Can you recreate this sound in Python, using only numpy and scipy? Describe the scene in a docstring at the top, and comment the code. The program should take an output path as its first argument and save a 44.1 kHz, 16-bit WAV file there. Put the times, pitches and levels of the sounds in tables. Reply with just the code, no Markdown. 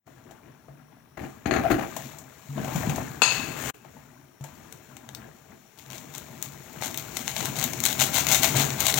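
"""A small tiled kitchen: soup boils in a metal pot, close to a microphone whose left port faces the stove.
Steam bubbles ring and rise in pitch, froth fizzes as dense crackle; a thin whistle and hiss lie behind.
A wooden spatula knocks (filtered bursts, damped pot modes) and scrapes (stick-slip crackle); low plops
(rising sines) and wet slaps (noise bursts) follow; one hard blow rings the rim's long, beating modes.
Then a foil sachet is shaken over the swelling boil: swarms of tiny creases and single loud snaps."""
import sys
import numpy as np
from scipy import signal
from scipy.fft import rfft, irfft, next_fast_len
from scipy.io import wavfile
from scipy.ndimage import uniform_filter1d

SR = 44100
rng = np.random.default_rng(int(sys.argv[2]) if len(sys.argv) > 2 else 0)


def inscribe(sig):
    """Save sig as 16-bit PCM at rate SR to the path in sys.argv[1].

    A 1-D sig is mono; a 2-D sig holds one channel per row.
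    Samples are clipped to [-1, 1] before scaling.
    """
    pcm = np.round(np.clip(np.atleast_2d(sig).T, -1, 1) * 32767)
    wavfile.write(sys.argv[1], SR, pcm.astype(np.int16))


N = 396459
TIME = np.arange(N) / SR  # s
AGE = np.arange(SR * 3 // 4) / SR  # s since a blow


def amp(db):
    """Decibels to gain."""
    return 10 ** (np.asarray(db) / 20)


def unit(x):
    """x at rms 1."""
    return x / np.sqrt(np.mean(x ** 2) + 1e-20)


def unit_peak(x):
    """x with its loudest 4 ms at rms 1."""
    power = uniform_filter1d(x ** 2, size=176)
    return x / np.sqrt(power.max() + 1e-20)


def fade(t60_s):
    """Exponential decay, 60 dB down after t60_s."""
    return np.exp(-np.log(1000) * AGE / t60_s)


def along(points, hz):
    """Points of (frequency, value), interpolated on a log frequency axis."""
    f, v = np.transpose(points)
    return np.interp(np.log(hz + 1), np.log(f + 1), v)


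def gains(rows, outside_db=None):
    """One gain curve per dB column after the time."""
    s, *columns = np.transpose(rows)
    return [amp(np.interp(TIME, s, c, outside_db, outside_db)) for c in columns]


def swells(rows, rise_s, t60_s):
    """Gain of (time, hold, dB) gestures: each rises until its time, holds, dies away; powers add."""
    power = np.zeros(N)
    for s, hold_s, db in rows:
        attack = np.minimum(AGE / rise_s, 1)
        release = np.exp(-np.log(1000) * np.maximum(AGE - rise_s - hold_s, 0) / t60_s)
        add(power, s - rise_s, (amp(db) * attack * release) ** 2)
    return np.sqrt(power)


def add(track, s, sound):
    """Mix a sound into the track at time s."""
    part = track[round(s * SR):][:len(sound)]
    part += sound[:len(part)]


def coloured(x, db_of):
    """x through the causal minimum-phase filter whose gain in dB is db_of(Hz)."""
    m = 2 * next_fast_len(len(x) // 2 + 4096)
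    gain = amp(db_of(np.fft.rfftfreq(m, 1 / SR)))
    cepstrum = irfft(np.log(np.maximum(gain, 1e-6)), m)
    # folding the cepstrum makes the phase minimal
    cepstrum[1:m // 2] *= 2
    cepstrum[m // 2 + 1:] = 0
    return irfft(rfft(x, m) * np.exp(rfft(cepstrum)), m)[:len(x)]


def shaped(x, spectrum):
    """x filtered by a spectrum table, at rms 1."""
    return unit(coloured(x, lambda hz: along(spectrum, hz)))


def resonance_db(hz, centre_hz, width_hz):
    """Gain in dB of a narrow resonance."""
    return -20 * np.log10(1 + ((hz - centre_hz) / width_hz) ** 2)


def above(hz, edge_hz):
    """A soft step from 0 to 1 around an edge."""
    return hz ** 4 / (hz ** 4 + edge_hz ** 4)


def crackle(rate, spread_db, t60):
    """Decaying noise bursts at random times (rate per s), of scattered sizes; rms 1."""
    sizes = amp(spread_db * np.clip(rng.standard_normal(N), -2.5, 2.5))
    starts = rng.random(N) < rate / SR
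    energy = signal.fftconvolve(starts * sizes ** 2, fade(t60) ** 2)[:N]
    return unit(np.sqrt(np.abs(energy)) * rng.standard_normal(N))


def bubbles(rate, low_hz, high_hz, cycles, spread_db, rise, size):
    """Bubbles (rate per s) that ring for a few cycles and rise in pitch as they surface; rms 1."""
    when, pitch, strength = rng.random((int(rate * N / SR), 3)).T[:, :, None]
    hz = low_hz * (high_hz / low_hz) ** pitch
    turns = hz * np.arange(size) / SR
    life = turns / cycles
    ring = np.sin(2 * np.pi * turns * (1 + rise * np.minimum(life, 2))) * np.exp(-life)
    ring *= hz * amp(-spread_db * np.log(np.maximum(strength, np.exp(-4))))
    places = (when * N).astype(int) + np.arange(size)
    return unit(np.bincount(places.ravel(), ring.ravel(), N)[:N])


def dying_noise(t60s):
    """Noise in which each frequency dies at its own speed."""
    hz, t, z = signal.stft(rng.standard_normal(len(AGE)), SR, nperseg=256)
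    decay = np.exp(-np.log(1000) * t / along(t60s, hz)[:, None])
    return signal.istft(z * decay, SR, nperseg=256)[1][:len(AGE)]


# steady hiss spectrum: (frequency [Hz], level [dB])
HISS = [(1000, 5), (4000, 0), (7000, -10), (10000, 0), (13500, -7), (15300, 8.5), (16000, -16)]


def hiss(left_db=-64, right_db=-73):
    """Independent steady noise in each port."""
    return np.array([amp(db) * shaped(rng.standard_normal(N), HISS) for db in (left_db, right_db)])


def whistle(hz=5720, width_hz=170, db=-77):
    """A faint, thin, steady whistle: noise through a narrow resonance."""
    return amp(db) * unit(coloured(rng.standard_normal(N), lambda f: resonance_db(f, hz, width_hz)))


# course of the bubbling and froth, with quick rises where the soup is stirred or splashed:
# (time [s], bubbling level [dB], froth level [dB])
BOIL_COURSE = [(0.09, -57.5, -66), (1.16, -65.5, -78), (1.23, -57, -57.5), (1.44, -56.5, -65.5),
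               (1.75, -42, -54.5), (2.05, -49.5, -49), (2.25, -56.5, -62), (2.48, -58.5, -57.5),
               (2.78, -38, -43), (3.2, -50.5, -55.5), (3.7, -47, -58), (3.73, -67, -72), (3.95, -58, -63),
               (4.39, -66.5, -74.5), (4.46, -55, -60.5), (5.75, -64, -66), (5.93, -52.5, -56.5),
               (6.65, -54, -55), (6.85, -51, -50.5), (8.5, -38.5, -37.5), (8.99, -42, -45)]
# broth heaving up as steam breaks through: (time [s], hold [s], level [dB])
HEAVES = [(0.27, 0.089, -57.5), (0.45, 0.046, -57.5), (0.78, 0.033, -61.5), (0.92, 0.024, -59),
          (2.58, 0.077, -42), (2.98, 0.033, -44), (3.38, 0.12, -46.5), (3.84, .03, -60.5),
          (4.92, 0.28, -60.5), (5.18, 0.073, -53), (5.5, 0.026, -54.5), (6.77, 0.15, -49),
          (7.42, 0.073, -43), (7.58, 0.023, -43.5), (8.01, 0.033, -50), (8.55, 0.055, -34.5)]
HEAVE_RISE_S, HEAVE_T60_S = 0.0283, .35
# rush of froth up the hot wall: (time [s], level [dB])
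SURGE = [(3.3, -38.5), (3.54, -46.5), (3.62, -38), (3.70, -35.5), (3.712, -56), (3.73, -75)]
# spectrum of big steam bubbles: (frequency [Hz], level [dB])
RUMBLE = [(15, -60.5), (25, -22), (76, -7.5), (102, -11), (134, -2), (167, -5), (285, -8), (321, -12),
          (362, -8.5), (419, -27.5), (492, -14), (539, -39), (600, -3), (780, -39.5), (1320, -120)]
# spectrum of small surface bubbles: (frequency [Hz], level [dB])
BUBBLING = [(210, -36.5), (350, -1.5), (548, -8.5), (672, -4), (805, -7.5), (859, -6.5), (1260, -10),
            (1610, -10), (2840, -20.5), (4500, -32), (5850, -50), (9900, -120)]
# spectrum of the froth: (frequency [Hz], level [dB])
FIZZ = [(1290, -17), (2200, 0), (2890, -5.5), (4240, -6), (4640, -10), (5260, -12.5), (5620, -3),
        (6060, -6.5), (6750, 0.5), (9410, -16), (13200, -9), (15100, -6.5), (16000, -3)]
# spectrum of froth on the hot wall: (frequency [Hz], level [dB])
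SIZZLE = [(59, -17), (100, -21.5), (271, -6), (350, -1.5), (461, -6), (634, -6.5), (1010, -8.5), (2130, -8),
          (5190, -20.5), (6840, -9.5), (9820, -24), (16000, -15.5)]
RUMBLE_DB, BUBBLING_DB, FIZZ_DB = 3.5, -1, 2.5  # each layer against its control


def boil():
    """Large steam bubbles rumble in the pot, small ones pop at the surface, and froth fizzes."""
    steady, froth = gains(BOIL_COURSE)
    strength = np.hypot(steady, swells(HEAVES, HEAVE_RISE_S, HEAVE_T60_S))
    surge, = gains(SURGE, outside_db=-120)
    deep = bubbles(rate=240, low_hz=70, high_hz=450, cycles=2.5, spread_db=1, rise=.02, size=3072)
    small = bubbles(rate=480, low_hz=400, high_hz=3500, cycles=4, spread_db=3, rise=.025, size=1024)
    pops = crackle(rate=1200, spread_db=4, t60=.02)
    rumble = shaped(deep + rng.standard_normal(N), RUMBLE)
    bubbling = shaped(small + amp(7.5) * pops, BUBBLING)
    fizz = shaped(crackle(rate=720, spread_db=3, t60=0.0052) + amp(2) * rng.standard_normal(N), FIZZ)
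    sizzle = shaped(crackle(rate=3700, spread_db=5.5, t60=0.0082), SIZZLE)
    broth = strength * (amp(RUMBLE_DB) * rumble + amp(BUBBLING_DB) * bubbling)
    return broth + amp(FIZZ_DB) * froth * fizz + surge * sizzle


# ring of the pot, some modes in close pairs that beat:
# (frequency [Hz], level before scatter [dB], undamped t60 [s])
POT_MODES = [(998, -12, .5), (1330, -14, .25), (2591, -7, .55), (2615, -2, .68), (2690, -13, .35),
             (2750, -12, .42), (3423, -11, .45), (4060, -15, .35), (4310, -9, .42), (4363, -6, .62),
             (4378, -8, .56), (4820, -17, .33), (4890, -11, .5), (4960, -12, .4), (6508, -6, .3),
             (6548, -5, .36), (6590, -3, .48), (6990, -14, .33), (7607, -9, .32), (8270, -16, .24),
             (10200, -16, .25)]


def pot_ring(scatter_db, damping):
    """Decaying sines at the pot's modes, at new strengths and phases for each blow."""
    ring = np.zeros(len(AGE))
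    chance = rng.standard_normal((len(POT_MODES), 2))
    for (hz, db, t60_s), (strength, phase) in zip(POT_MODES, chance):
        tone = np.sin(2 * np.pi * (hz * AGE + phase))
        ring += amp(db + scatter_db * strength) * tone * fade(t60_s / damping)
    return unit_peak(ring)


# wood against the pot: (time [s], level [dB], hardness [dB])
KNOCKS = [(0.073, -44.5, -60), (0.682, -38.5, -54), (1.172, -40.5, -20), (1.458, -21, -22.5),
          (1.51, -16, -22.5), (1.538, -18.5, -23.5), (1.563, -16.5, -32), (1.715, -25, -17.5)]
# pushes along the bottom: (time [s], hold [s], shudder level [dB], rasp level [dB])
STROKES = [(1.175, 0.084, -37.5, -45.5), (1.46, 0.016, -26, -37), (1.52, 0.074, -28, -35.5),
           (1.636, 0.052, -36, -36.5), (1.704, 0.023, -22, -29.5), (1.787, 0.033, -30.5, -35)]
STROKE_RISE_S, STROKE_T60_S = 0.0054, 0.2
# wet wood sticking and singing: (time [s], hold [s], level [dB])
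SQUEAK = [(1.652, 0.012, -22)]
SQUEAK_HZ, SQUEAK_WIDTH_HZ, SQUEAK_RISE_S, SQUEAK_T60_S = 715, 40, 0.015, 0.053
# spectrum of a knock, before hardness: (frequency [Hz], level [dB])
WOOD = [(29, -43), (50, -10), (328, -7), (473, -12.5), (683, -2.5), (941, -17.5), (1330, -7.5), (1520, -17),
        (1710, -4.5), (3730, -25.5), (4280, -15.5), (5140, -48), (6610, -19.5), (7940, -55), (12000, -61),
        (15600, -84), (22000, -120)]
# low spectrum of a stroke: (frequency [Hz], level [dB])
SHUDDER = [(18, -66), (30, -22), (81, -7.5), (253, -8.5), (297, -5), (363, -2.5), (407, -17), (600, -23.5),
           (780, -30), (1320, -120)]
# scraping spectrum of a stroke: (frequency [Hz], level [dB])
RASP = [(260, -29), (450, -5.5), (806, 3.5), (908, -11.5), (1380, -6), (2510, -13), (3280, -23),
        (4230, -27), (4990, -30.5), (6530, -27.5), (8170, -34.5), (13000, -31.5), (15100, -26),
        (16000, -30.5)]


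def spatula():
    """Wood knocks on the pot, damping its ring, then sticks and slips along the bottom."""
    out = np.zeros(N)
    soaked = lambda hz: -22 * (1 - above(hz, 4100))  # the soup soaks up the low modes
    for s, db, hardness_db in KNOCKS:
        burst = rng.standard_normal(len(AGE)) * (fade(.025) + amp(-9) * fade(.22))
        colour = lambda hz: along(WOOD, hz) + 0.68 * (hardness_db + 20.0) * above(hz, 1300)
        thud = unit_peak(coloured(burst, colour))
        ring = unit_peak(coloured(pot_ring(scatter_db=2, damping=3), soaked))
        add(out, s, amp(db - 3.5) * (thud + amp(hardness_db + 2.0) * ring))
    last_ring = ring
    shudders = shaped(crackle(rate=600, spread_db=2, t60=.02), SHUDDER)
    slips = shaped(crackle(rate=600, spread_db=3.5, t60=.015), RASP)
    singing = unit(signal.fftconvolve(slips, last_ring)[:N])  # every slip rings the wall again
    shudder = swells([(s, hold_s, db) for s, hold_s, db, _ in STROKES], STROKE_RISE_S, STROKE_T60_S)
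    rasp = swells([(s, hold_s, db) for s, hold_s, _, db in STROKES], STROKE_RISE_S, STROKE_T60_S)
    note = unit(coloured(slips, lambda hz: resonance_db(hz, SQUEAK_HZ, SQUEAK_WIDTH_HZ)))
    out += amp(-0.5) * shudder * shudders
    out += rasp * (amp(1.5) * slips + amp(-31) * singing)
    return out + swells(SQUEAK, SQUEAK_RISE_S, SQUEAK_T60_S) * note


# low, rising plops: pieces dropping in, gulps of the boil, one thump under the spatula:
# (time [s], level [dB], starting pitch [Hz], t60 [s])
PLOPS = [(0.681, -43.5, 138.3, 0.56), (1.714, -19, 299, .3), (2.49, -33, 139.7, 1), (2.557, -28, 206, 0.13),
         (2.6, -23.5, 207, 0.063), (2.753, -19, 167, 0.1), (2.871, -16.5, 188, 0.065),
         (2.888, -19, 141, 0.13), (4.408, -32.5, 135, 0.24), (5.191, -44.5, 143, 0.39),
         (5.497, -43, 200, .14), (6.467, -39, 137, 0.29), (8.551, -23, 133.3, 0.42)]
PLOP_SWELL_S, PLOP_RISE = 0.0022, .16  # onset; share by which the pitch climbs
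# wet slaps and big bubbles bursting: (time [s], level [dB], spray [dB])
SPLATS = [(0.31, -35.5, -9.5), (1.965, -23.5, -9), (2.185, -34, -2), (2.577, -27, -23), (2.645, -29.5, -11),
          (2.68, -26.5, -17.5), (2.758, -23.5, -9), (2.834, -27, -43.5), (2.895, -24, -12),
          (2.959, -27, -6), (2.98, -23, -18), (3.847, -41, -15.5), (3.966, -41.5, -34), (4.409, -41.5, -10),
          (4.44, -34, -10)]
# spectrum of a slap, before spray: (frequency [Hz], level [dB])
SLAP = [(200, -16.5), (400, -6.5), (700, 9.5), (1300, -9.5), (3000, -10.5), (5000, -21), (6800, -8.5),
        (9500, -24), (15500, -18)]


def splashes():
    """Plops are low decaying sines that rise in pitch; slaps and bursting bubbles throw spray."""
    out = np.zeros(N)
    for s, db, hz, t60_s in PLOPS:
        envelope = np.minimum(AGE / PLOP_SWELL_S, 1) ** 2 * fade(t60_s)
        pitch_hz = hz * (1 + PLOP_RISE * (1 - fade(3 * t60_s)))
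        tone = np.sin(2 * np.pi * np.cumsum(pitch_hz) / SR)
        add(out, s, amp(db - 4) * unit_peak(envelope * tone))
    for s, db, spray_db in SPLATS:
        burst = rng.standard_normal(len(AGE)) * (fade(.04) + amp(-11) * fade(.2))
        colour = lambda hz: along(SLAP, hz) + 2.2 * (spray_db + 12.0) * above(hz, 3500)
        add(out, s, amp(db - 7.0) * unit_peak(coloured(burst, colour)))
    return out


# blow on the rim: (time [s], level [dB])
CLANG = [(3.219, -7)]
# spectrum of the blow, before scaling: (frequency [Hz], level [dB])
METAL = [(59, -41), (100, -32), (373, -21.5), (801, -16), (991, -11), (1100, -17), (1360, -12), (2220, -23),
         (2630, 4), (3050, -20.5), (4380, -18), (6150, -34), (6700, -7.5), (9210, -42.5), (16000, -37)]
# decay of the dense modes: (frequency [Hz], t60 [s])
METAL_T60 = [(200, 0.13), (1000, 0.81), (2700, 0.82), (7000, 0.71), (14000, 0.3)]


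def rim():
    """A hard blow: a crack, a wash of dense modes, and a few long clear ones."""
    out = np.zeros(N)
    for s, db in CLANG:
        burst = rng.standard_normal(len(AGE)) * fade(0.028)
        crack_db = lambda hz: 0.68 * along(METAL, hz) - 8 * above(hz, 1700) - 5 * above(hz, 7300)
        crack = unit_peak(coloured(burst, crack_db))
        wash_db = lambda hz: 0.56 * along(METAL, hz) - 6 * above(hz, 9600)
        wash = unit_peak(coloured(dying_noise(METAL_T60), wash_db))
        ring = pot_ring(scatter_db=.5, damping=1) + amp(-5) * wash
        add(out, s, amp(db - 7.5) * crack + amp(db - 13.5) * ring)
    return out


# loudest creases snapping: (time [s], level [dB], tilt [dB per octave])
SNAPS = [(4.724, -29, .5), (4.967, -32.5, -1.5), (5.089, -29.5, -2.5), (5.148, -25.5, 1.5),
         (5.901, -31.5, -2), (5.98, -31.5, 1), (6.149, -27, -0.5), (6.18, -24.5, 5.5), (6.425, -17, 4.5),
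         (6.822, -18.5, -4.5), (6.943, -23, 0.5), (6.974, -16.5, 5), (7.169, -15, 2.5), (7.278, -15, -2),
         (7.364, -17, -1.5), (7.404, -21.5, -6), (7.455, -16.5, 1), (7.639, -12, 2.5), (7.733, -19.5, 0),
         (7.802, -17, 2.5), (7.837, -11, 1), (7.852, -7, 3), (7.861, -9, 1.5), (7.927, -16.5, 1.5),
         (7.998, -13, 2.5), (8.015, -12, -1), (8.142, -15, 4.5), (8.267, -12, -1), (8.336, -19, .5),
         (8.431, -7, 1), (8.703, -20, -2.5), (8.803, -10.5, 3.5), (8.866, -8.5, 0.5), (8.94, -10, 2.5)]
TILT_PIVOT_HZ, SNAP_DELAY_S = 4000, .0013
# shakes of the sachet: (time [s], hold [s], rustle level [dB])
SHAKES = [(5.80, 0.033, -56.5), (5.93, 0.052, -45.5), (6.15, 0.04, -49), (6.445, 0.012, -45.5),
          (6.84, .015, -33), (6.975, .015, -41.5), (7.17, 0.046, -40.5), (7.28, 0.027, -38),
          (7.37, 0.096, -36), (7.58, 0.063, -32), (7.85, 0.06, -32), (8.01, 0.028, -24),
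          (8.155, 0.03, -23.5), (8.30, 0.054, -21.5), (8.444, 0.0061, -20), (8.565, 0.053, -25.5),
          (8.808, 0.014, -29.5), (8.87, .025, -24), (8.98, .02, -24.5)]
SHAKE_RISE_S, SHAKE_T60_S = 0.032, 0.18
SETTLE_DB, SETTLE_T60_S = -19, 0.52  # the foil goes on unfolding after each shake
# stray creases grow more slowly than the swarm, so stand out in a gentle shake
TICK_DB, TICK_GROWS = -11, .7
# spectrum of creasing foil: (frequency [Hz], level [dB])
FOIL = [(350, -27.5), (600, -2.5), (858, -0.5), (1210, -9.5), (1490, -4), (1830, -8.5), (2120, 1),
        (2370, -5), (3940, -1.5), (5050, -10), (6640, 0.5), (10000, -14), (13800, -8), (15100, -5.5),
        (16000, -12.5)]


def sachet(hard_shake_db=-25):
    """Each shake flexes the foil: a swarm of small creases, and single loud snaps."""
    shake = swells(SHAKES, SHAKE_RISE_S, SHAKE_T60_S)
    shake += amp(SETTLE_DB) * swells(SHAKES, SHAKE_RISE_S, SETTLE_T60_S)
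    creases = crackle(rate=1000, spread_db=4, t60=.01)
    creases += amp(-5.5) * crackle(rate=200, spread_db=3.5, t60=.004)
    out = amp(-3.0) * shake * shaped(creases, FOIL)
    ticks = shaped(crackle(rate=45, spread_db=3, t60=.006), FOIL)
    out += amp(hard_shake_db + TICK_DB) * (shake / amp(hard_shake_db)) ** TICK_GROWS * ticks
    for s, db, tilt_db in SNAPS:
        # a lone crease flips within milliseconds; in a hard shake it sets off its neighbours
        chain = min(shake[round(s * SR)] / amp(hard_shake_db), 1)
        burst = rng.standard_normal(len(AGE)) * (fade(.002) + (.25 + .5 * chain) * fade(.024))
        octaves = lambda hz: np.log2(np.maximum(hz, FOIL[1][0]) / TILT_PIVOT_HZ)
        colour = lambda hz: along(FOIL, hz) + tilt_db * octaves(hz)
        add(out, s + SNAP_DELAY_S, amp(db - 8.5) * unit_peak(coloured(burst, colour)))
    return out


# decay of the room: (frequency [Hz], t60 [s])
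KITCHEN_T60 = [(100, 0.35), (1000, 0.21), (6000, 0.18), (15000, 0.26)]


def kitchen(x):
    """The tiled walls answer 5 ms later with a decaying noise tail, mostly above the bass."""
    tail = unit(dying_noise(KITCHEN_T60)) / np.sqrt(len(AGE))
    tail = np.pad(tail, (SR // 200, 0))
    tail = coloured(tail, lambda hz: -10 * (1 - above(hz, 266)))
    return signal.fftconvolve(x, tail)[:N]


# left port over right: (frequency [Hz], level [dB])
LEFT_LEAD = [(60, 1.0), (110, 0.26), (200, 1.1), (380, 4.6), (700, 9.1), (1290, 14.5), (2380, 17.3),
             (4400, 21), (8120, 26.5), (15000, 15.7)]
# share of the left signal in the right: (frequency [Hz], likeness [0-1])
ALIKE = [(60, 0.56), (150, 0.74), (380, 0.21), (950, 0.67), (2380, 0.73), (5980, 0.52), (15000, 0.59)]
RIM_ROOM_DB = -6  # the rim is nearest to the microphone, so its ring is drier than the rest


def scene():
    """The left port faces the pot and leads, most in the treble; the shaded right adds more of the walls."""
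    pot = boil() + whistle() + spatula() + splashes() + sachet()
    clang = rim()
    to_walls = pot + amp(RIM_ROOM_DB) * clang
    near = pot + clang + amp(-7.5) * kitchen(to_walls)
    m = next_fast_len(N + SR // 2)
    hz = np.fft.rfftfreq(m, 1 / SR)
    alike = np.clip(along(ALIKE, hz), 0, 1)
    lead = amp(along(LEFT_LEAD, hz))
    left = rfft(near, m)
    walls = rfft(kitchen(to_walls), m)
    right = alike * left + np.sqrt(1 - alike ** 2) * amp(1.0) * walls
    ports = 2 * np.array([lead * left, right]) / (1 + lead)
    return irfft(ports, m)[:, :N] + hiss()


# overall level, with a fade-in and a brief dip: (time [s], level [dB])
LEVEL = [(0, -40), (.055, -25), (.07, -0.5), (3.705, 3.5), (3.712, -17), (3.733, -38), (3.745, 2)]
TOP_HZ = 16000


def record(dry):
    """The level fades in and later dips briefly, the tallest peaks clip, nothing passes above TOP_HZ."""
    level, = gains(LEVEL)
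    m = next_fast_len(N + SR // 2)
    clipped = np.clip(dry * level, -1, 1)
    passed = np.fft.rfftfreq(m, 1 / SR) < TOP_HZ
    return irfft(rfft(clipped, m) * passed, m)[:, :N]


dry = scene()
out = record(dry)
inscribe(out)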